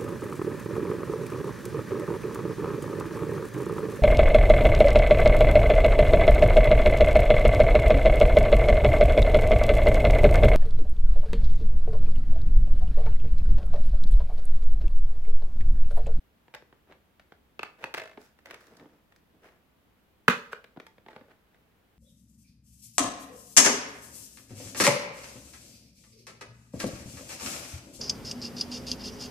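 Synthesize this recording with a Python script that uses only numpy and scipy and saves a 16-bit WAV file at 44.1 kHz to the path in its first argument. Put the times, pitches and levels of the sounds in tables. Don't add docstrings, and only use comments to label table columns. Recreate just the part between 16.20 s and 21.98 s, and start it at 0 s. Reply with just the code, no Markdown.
import sys
import numpy as np
from scipy import signal
from scipy.fft import rfft, irfft, next_fast_len
from scipy.io import wavfile
from scipy.ndimage import uniform_filter1d

SR = 44100
rng = np.random.default_rng(int(sys.argv[2]) if len(sys.argv) > 2 else 0)


def unload_audio(sound):
    columns = np.transpose(np.atleast_2d(sound))
    steps = np.round(np.clip(columns, -1, 1) * 32767)
    wavfile.write(sys.argv[1], SR, steps.astype(np.int16))


N = 254898

# t/s, then level/dB of clack, knock, thump and crack
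HUB_SLIPS = [(4.0801, -9.5, -27.5, -24, -27), (4.0824, -2, -17.5, -14, -23.5),
             (4.0991, -28.5, -40, -44, -34), (4.1087, -19, -40, -42.5, -38), (4.3310, -25.5, -34, -51, -51)]
# f/Hz, level/dB, t60/s (the time it takes to fade by 60 dB)
DISC_TONES = [(1094, -9.5, 0.023), (1264, 0.5, 0.012), (1470, 0, 0.015), (1470, -5.5, 0.014),
              (1997, -10, 0.018), (2375, -12.5, .015), (2850, -18.5, .015), (4200, -21.5, 0.0053)]
TRAY_TONES = [(434.2, -3, 0.025), (470, -2.5, 0.041), (560, -9.5, 0.07)]
CASE_TONES = [(133, -9, 0.031), (170.2, -8, 0.0678), (187, -2.5, 0.05), (233, -4, .13)]
# f/Hz, level/dB
CRACK_COLOUR = [(200, -16), (450, -6.5), (750, -12.5), (1100, 6.5), (2900, 2), (5500, -14.5), (9000, -17.5),
                (15000, -22.5)]
def hub_snap(crack_t60=0.041):
    body, edge, t = np.zeros((2, N)), np.zeros((2, N)), np.arange(SR // 7) / SR
    for s, clack_db, knock_db, thump_db, crack_db in HUB_SLIPS:
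        clack = band(ring(DISC_TONES, t, rise_s=.00038, lag_s=.00008), 930, 5100)
        knock = band(ring(TRAY_TONES, t, rise_s=.00035, lag_s=.00007), 380, 640)
        thump = band(ring(CASE_TONES, t, rise_s=.00149, lag_s=.00006), 120, 290)
        add(body, s, amp(clack_db) * clack + amp(knock_db) * knock + amp(thump_db) * thump)
        crack = unit(coloured(rng.standard_normal((2, len(t))), CRACK_COLOUR))
        add(edge, s, amp(crack_db + 8.5) * crack * amp(-60 * t / crack_t60))
    return body, edge


# t/s, level/dB, tilt/dB (extra level per step up in pitch range)
TOUCHES = [(0.2813, -58, -4.5), (0.34, -43.5, 1), (0.3479, -42.5, 5), (0.4229, -56, -7),
           (0.5265, -56, -5.5), (0.7234, -54.5, 1), (0.9965, -54.5, 2.5), (1.1213, -50.5, -3),
           (1.3929, -37.5, -0.5), (1.4314, -35, 2), (1.6316, -48, -3.5), (1.6408, -33.5, 0.5),
           (1.7407, -34.5, 5.5), (1.7464, -35.5, 4.5), (1.7711, -42.5, 4.5), (1.7821, -37.5, 3.5),
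           (1.9743, -47, -8), (2.189, -60, 3), (2.258, -48.5, 6), (2.2702, -54.5, 3), (2.3018, -51, 0),
           (2.3095, -44, 5), (2.343, -46.5, 5.5), (2.469, -68.5, 14), (2.569, -71.5, 18.5),
           (2.5974, -55.5, 0), (2.6574, -60, -12), (2.9225, -61, 3), (2.962, -66.5, 11.5),
           (4.4423, -50.5, 1.5), (4.563, -57.5, -11), (4.572, -50, -13), (4.5998, -45, 0.5),
           (4.6665, -51.5, 5.5), (4.7815, -56.5, -5.5), (4.863, -52, -6), (4.885, -48, -3),
           (4.931, -54, -4.5), (4.963, -46, -5), (5.0114, -55.5, -10.5), (5.3454, -65, 2)]
# f/Hz, width/Hz, gain
TRAY_RESONANCES = [(482, 190, 1.48), (923, 94, 1.3), (1230, 79, 0.88), (1660, 440, 3.17), (2070, 520, 1.3),
                   (2350, 92, 0.49), (3410, 870, 0.75), (4710, 1500, 1)]
# level/dB in each of the four pitch ranges, low to high
TAP_BALANCE = [-10, -.5, 1.5, -12.5]
def taps(contacts, t60=0.03, rise_s=0.00036, push=5.45, lag_s=.00005):
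    out, t = np.zeros((2, N)), np.arange(SR // 22) / SR
    noise = rng.standard_normal((len(contacts), 2, len(t))).swapaxes(0, 1)
    side, spot = rng.standard_normal((len(contacts), 2)).T
    buzz = stereo(noise, [(300, 0.89), (1500, 0.65), (3500, 0.26), (10000, 0.26)])
    buzz = buzz * amp(-60 * t / t60) * (1 - np.exp(-t / rise_s))
    force = from_side(buzz + push * (t == t[SR // 3000]), lag_s * (1 + side))
    stiffness = np.exp(.06 * spot)[:, None]
    parts = split_ranges(hollow(force, TRAY_RESONANCES, stiffness), dull=0.71)
    times, level_db, tilt_db = contacts.T
    clicks = 0
    for db, part in zip(range_levels(TAP_BALANCE, level_db, tilt_db), parts):
        power = np.sum(part ** 2, axis=(0, 2)) / (2 * SR / 100)
        clicks = clicks + (amp(db) / np.sqrt(power))[:, None] * part
    for s, click in zip(times, clicks.swapaxes(0, 1)):
        add(out, s - .0004, click)
    return out


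# loudest t/s, rise/s, fall/s, level/dB, tilt/dB
RUBS = [(0.712, 0.046, 0.057, -50.5, -5), (1.622, 0.053, .16, -47, 0), (1.785, 0.044, 0.26, -56, 5),
        (2.018, 0.043, 0.13, -58.5, 9.5), (2.316, 0.077, 0.11, -48.5, -1.5), (2.405, 0.045, 0.42, -56, 5.5),
        (2.532, 0.073, .06, -64, -14), (2.629, .06, .05, -56, -13.5), (2.739, 0.054, .06, -67, -12),
        (3.153, 0.029, .05, -72, -16), (3.244, 0.032, 0.15, -51, 0.5), (4.33, 0.018, .01, -42, 3.5),
        (4.9, 0.028, 0.24, -52.5, -1), (5.11, 0.032, 0.053, -56.5, -2), (5.341, 0.15, 0.41, -69.5, 0)]
# f/Hz, width/Hz, gain
DISC_RESONANCES = [(464, 240, 1.6), (645, 35, 1.13), (1230, 59, 0.55), (1650, 570, 4), (2380, 110, 0.6),
                   (5030, 1000, 0.67)]
# level/dB in each of the four pitch ranges, low to high
SLIDE_BALANCE = [-11, -1, -1.5, -13]
def slides(rise_db=14, fall_db=21, grain=0.32):
    out = np.zeros((2, N))
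    grip = np.exp(grain * unit(uniform_filter1d(rng.standard_normal(N), size=120)))
    force = stereo(rng.standard_normal((2, N)), SCATTERED_LIKENESS) * grip
    parts = [unit(part) for part in split_ranges(hollow(force, DISC_RESONANCES), dull=0.47)]
    for peak, rise, fall, level_db, tilt_db in RUBS:
        start, end = peak - rise, peak + fall
        i = np.arange(int(start * SR), min(int(end * SR), N))
        swell = amp(np.interp(i / SR, [start, peak, end], [-rise_db, 0, -fall_db]))
        swell *= signal.windows.tukey(len(i), .2)
        levels = range_levels(SLIDE_BALANCE, level_db, tilt_db)
        add(out, start, swell * sum(amp(db) * part[:, i] for db, part in zip(levels, parts)))
    return out


def catches(per_slide=2, softer_db=7, scatter_db=1):
    peak, _, fall, slide_db, tilt_db = np.repeat(RUBS, per_slide, axis=0).T
    lateness, size = rng.random((len(peak), 2)).T
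    level_db = slide_db - softer_db + scatter_db * (2 * size - 1) - 10 * lateness
    return np.column_stack([peak + lateness * fall / 2, level_db, tilt_db])


# t/s, level/dB
LEAF_CLICKS = [(1.3939, -32.5), (1.4314, -28.5), (1.6404, -31)]
# f/Hz, level/dB, t60/s
LEAF_TONES = [(920, -7, 0.01), (1240, 3, 0.022), (2000, -24, 0.012), (2614, 5.5, 0.017), (3300, -35, 0.011),
              (4440, -6.5, 0.0098)]
def hinged_leaf():
    out, t = np.zeros((2, N)), np.arange(SR // 16) / SR
    for s, db in LEAF_CLICKS:
        add(out, s, amp(db) * band(ring(LEAF_TONES, t, rise_s=.00029, lag_s=.00005), 600, 6300))
    return out


def rocking_beats(count=9, start_s=1.778, gap_s=0.02, shrink=0.99, first_db=-38.5, loss_db=3, tilt_db=3.5):
    beat = np.arange(count)
    gaps = gap_s * shrink ** beat
    times = start_s + np.cumsum(gaps) - gaps
    return np.column_stack([times, first_db - loss_db * beat, np.full(count, tilt_db)])


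# f/Hz, level/dB, t60/s
LOOSE_TONES = [(645, 4, 0.062), (1140, -6, 0.05), (1753, 4, 0.038), (2085, 1, 0.042), (2600, -1.5, .05)]
def loose_disc(boost_db=1, jitter_s=0.00079):
    out, t = np.zeros((2, N)), np.arange(SR // 8) / SR
    for s, db, _ in rocking_beats():
        start = s + rng.normal(0, jitter_s)
        add(out, start, amp(db + boost_db) * ring(LOOSE_TONES, t, rise_s=.00035, lag_s=.00006))
    return out


# t/s, f/Hz, level/dB
HUMS = [(0.3479, 589, -49), (1.9743, 422, -45), (2.258, 560, -53), (2.3095, 555, -55), (2.52, 472, -53.5),
        (4.33, 425, -47), (4.6652, 885, -53.5), (4.885, 873, -49), (4.963, 520, -53)]
# f/Hz, level/dB, t60/s
AFTER_SNAP_TONES = [(188, -9.5, .2), (444, -5, .17), (847, -13, 0.22), (987, -7.5, .25), (1163, -6, .22),
                    (1604, -3, .18), (2051, -9, .2), (2415, -7, .2), (2830, -13, .2), (3412, -19, .25)]
def panels(hum_t60=0.16, after_snap_db=-23.5):
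    out, t = np.zeros((2, N)), np.arange(SR // 3) / SR
    for s, hz, db in HUMS:
        add(out, s, ring([(hz, db, hum_t60)], t, rise_s=.0016, lag_s=.00006))
    snap_s = max(HUB_SLIPS, key=lambda row: row[1])[0]
    add(out, snap_s, amp(after_snap_db) * ring(AFTER_SNAP_TONES, t, rise_s=.003, lag_s=.00007))
    return out


# f/Hz, t60/s
ECHO_FADE = [(150, 0.45), (500, 0.61), (1500, .5), (4000, 0.48), (9000, 0.46), (15000, 0.78)]
# f/Hz, level/dB
ECHO_COLOUR = [(100, -8), (250, -1), (500, 2), (800, -1.5), (1500, 1), (2800, 0), (6000, 2), (15000, -10)]
# f/Hz, likeness (1 = the same)
SCATTERED_LIKENESS = [(200, 1), (700, 1), (1500, 0.21), (3000, 0.014), (10000, 0.036)]
def room_echo(x, gap_s=0.013, early_s=0.042):
    out, hop = np.zeros((2, N)), SR // 2
    for i in range(0, N, hop):
        hz, t, spectrum = signal.stft(rng.standard_normal((2, SR // 2)), SR, nperseg=256)
        fade = amp(-60 * t / value_at(ECHO_FADE, hz)[:, None])
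        tail = signal.istft(spectrum * fade, SR, nperseg=256)[1]
        age = np.maximum(np.arange(tail.shape[1]) / SR - gap_s, 0)
        onset = 1 - np.exp(-age / 0.00037)
        early_boost = 1 + 2.1 * np.exp(-age / early_s)
        tail = stereo(tail, SCATTERED_LIKENESS) * onset * early_boost
        tail = coloured(tail / np.sqrt(np.sum(tail[0] ** 2)), ECHO_COLOUR)
        add(out, i / SR, signal.fftconvolve(x[:, i:i + hop], tail, axes=1))
    return out


# f/Hz, level/dB
HISS_COLOUR = [(22, -15.5), (38, -18), (52, -5.5), (80, -5), (120, -11), (220, -7.5), (320, -12),
               (620, -16.5), (1000, -18.5), (1700, -21.5), (3200, -25.5), (5500, -34.5), (9000, -37),
               (13500, -31.5), (15800, -34)]
# f/Hz, likeness
HISS_LIKENESS = [(50, 0.79), (250, 0.62), (1000, 0.12), (3000, 0.067), (10000, 0.048)]
def rumble_and_hiss(level_db=-66):
    noise = stereo(rng.standard_normal((2, N)), HISS_LIKENESS)
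    return amp(level_db) * unit(coloured(noise, HISS_COLOUR))


def ring(tones, t, rise_s, lag_s):
    age = np.maximum(t - np.array([[lag_s], [0]]), 0)
    waves = sum(amp(db + rng.normal(0, 1, (2, 1)) - 60 * age / t60) * np.cos(2 * np.pi * hz * age)
                for hz, db, t60 in tones)
    return waves * (1 - np.exp(-age / rise_s))


def hollow(force, resonances, stiffness=1):
    def answer(hz):
        return 1 + sum(gain * 1j * hz * width / (centre ** 2 - hz ** 2 + 1j * hz * width)
                       for centre, width, gain in resonances)
    return filtered(force, lambda hz: answer(hz / stiffness))


# lowest f/Hz, highest f/Hz
PITCH_RANGES = [(125, 325), (350, 915), (1050, 3580), (3600, 30000)]
def split_ranges(force, dull):
    thump, knock, clack, edge = [band(force, lo, hi, order=3) for lo, hi in PITCH_RANGES]
    return [thump, knock, clack, signal.lfilter([1], [1, -dull], edge)]


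def range_levels(balance_db, level_db, tilt_db):
    steps = np.arange(len(balance_db)) - (len(balance_db) - 1) / 2
    return [level_db + db + step * tilt_db for step, db in zip(steps, balance_db)]


def from_side(x, lag_s):
    return filtered(x, lambda hz: np.exp(1j * np.pi * hz * np.array([-lag_s, lag_s])[..., None]))


def stereo(noises, likeness):
    angle = lambda hz: np.arccos(value_at(likeness, hz)) / 2
    shared = filtered(noises[0], lambda hz: np.cos(angle(hz)))
    opposite = filtered(noises[1], lambda hz: np.sin(angle(hz)))
    return np.array([shared + opposite, shared - opposite])


def band(x, lo_hz, hi_hz, order=2):
    sections = signal.butter(order, [lo_hz, min(hi_hz, SR * .48)], "band", fs=SR, output="sos")
    return signal.sosfilt(sections, x)


def filtered(x, response):
    n = x.shape[-1]
    padded = next_fast_len(n + 2048, real=True)
    return irfft(rfft(x, padded) * response(np.fft.rfftfreq(padded, 1 / SR)), padded)[..., :n]


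def coloured(x, colour):
    return filtered(x, lambda hz: amp(value_at(colour, hz)))


def value_at(points, hz):
    freqs, values = np.transpose(points)
    return np.interp(np.log(hz + 1), np.log(freqs), values)


def amp(db):
    return 10 ** (np.asarray(db) / 20)


def unit(x):
    return x / np.sqrt(np.mean(x ** 2) + 1e-20)


def add(track, s, x):
    i = max(round(s * SR), 0)
    track[:, i:i + x.shape[1]] += x[:, :max(N - i, 0)]


def scene():
    contacts = np.vstack([TOUCHES, rocking_beats(), catches()])
    handling = amp(-3.0) * taps(contacts) + amp(-6.0) * slides()
    body, crack = hub_snap()
    body = body + hinged_leaf() + loose_disc()
    echo = room_echo(amp(-8.0) * handling + amp(-8.5) * body + amp(-3.5) * crack)
    return handling + body + crack + panels() + echo + rumble_and_hiss()


def record(dry):
    ceiling, top_hz = .92, 16000
    rounded = dry / (1 + np.abs(dry / ceiling) ** 6) ** (1 / 6)
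    return filtered(rounded, lambda hz: hz < top_hz)


dry = scene()
out = record(dry)
unload_audio(out)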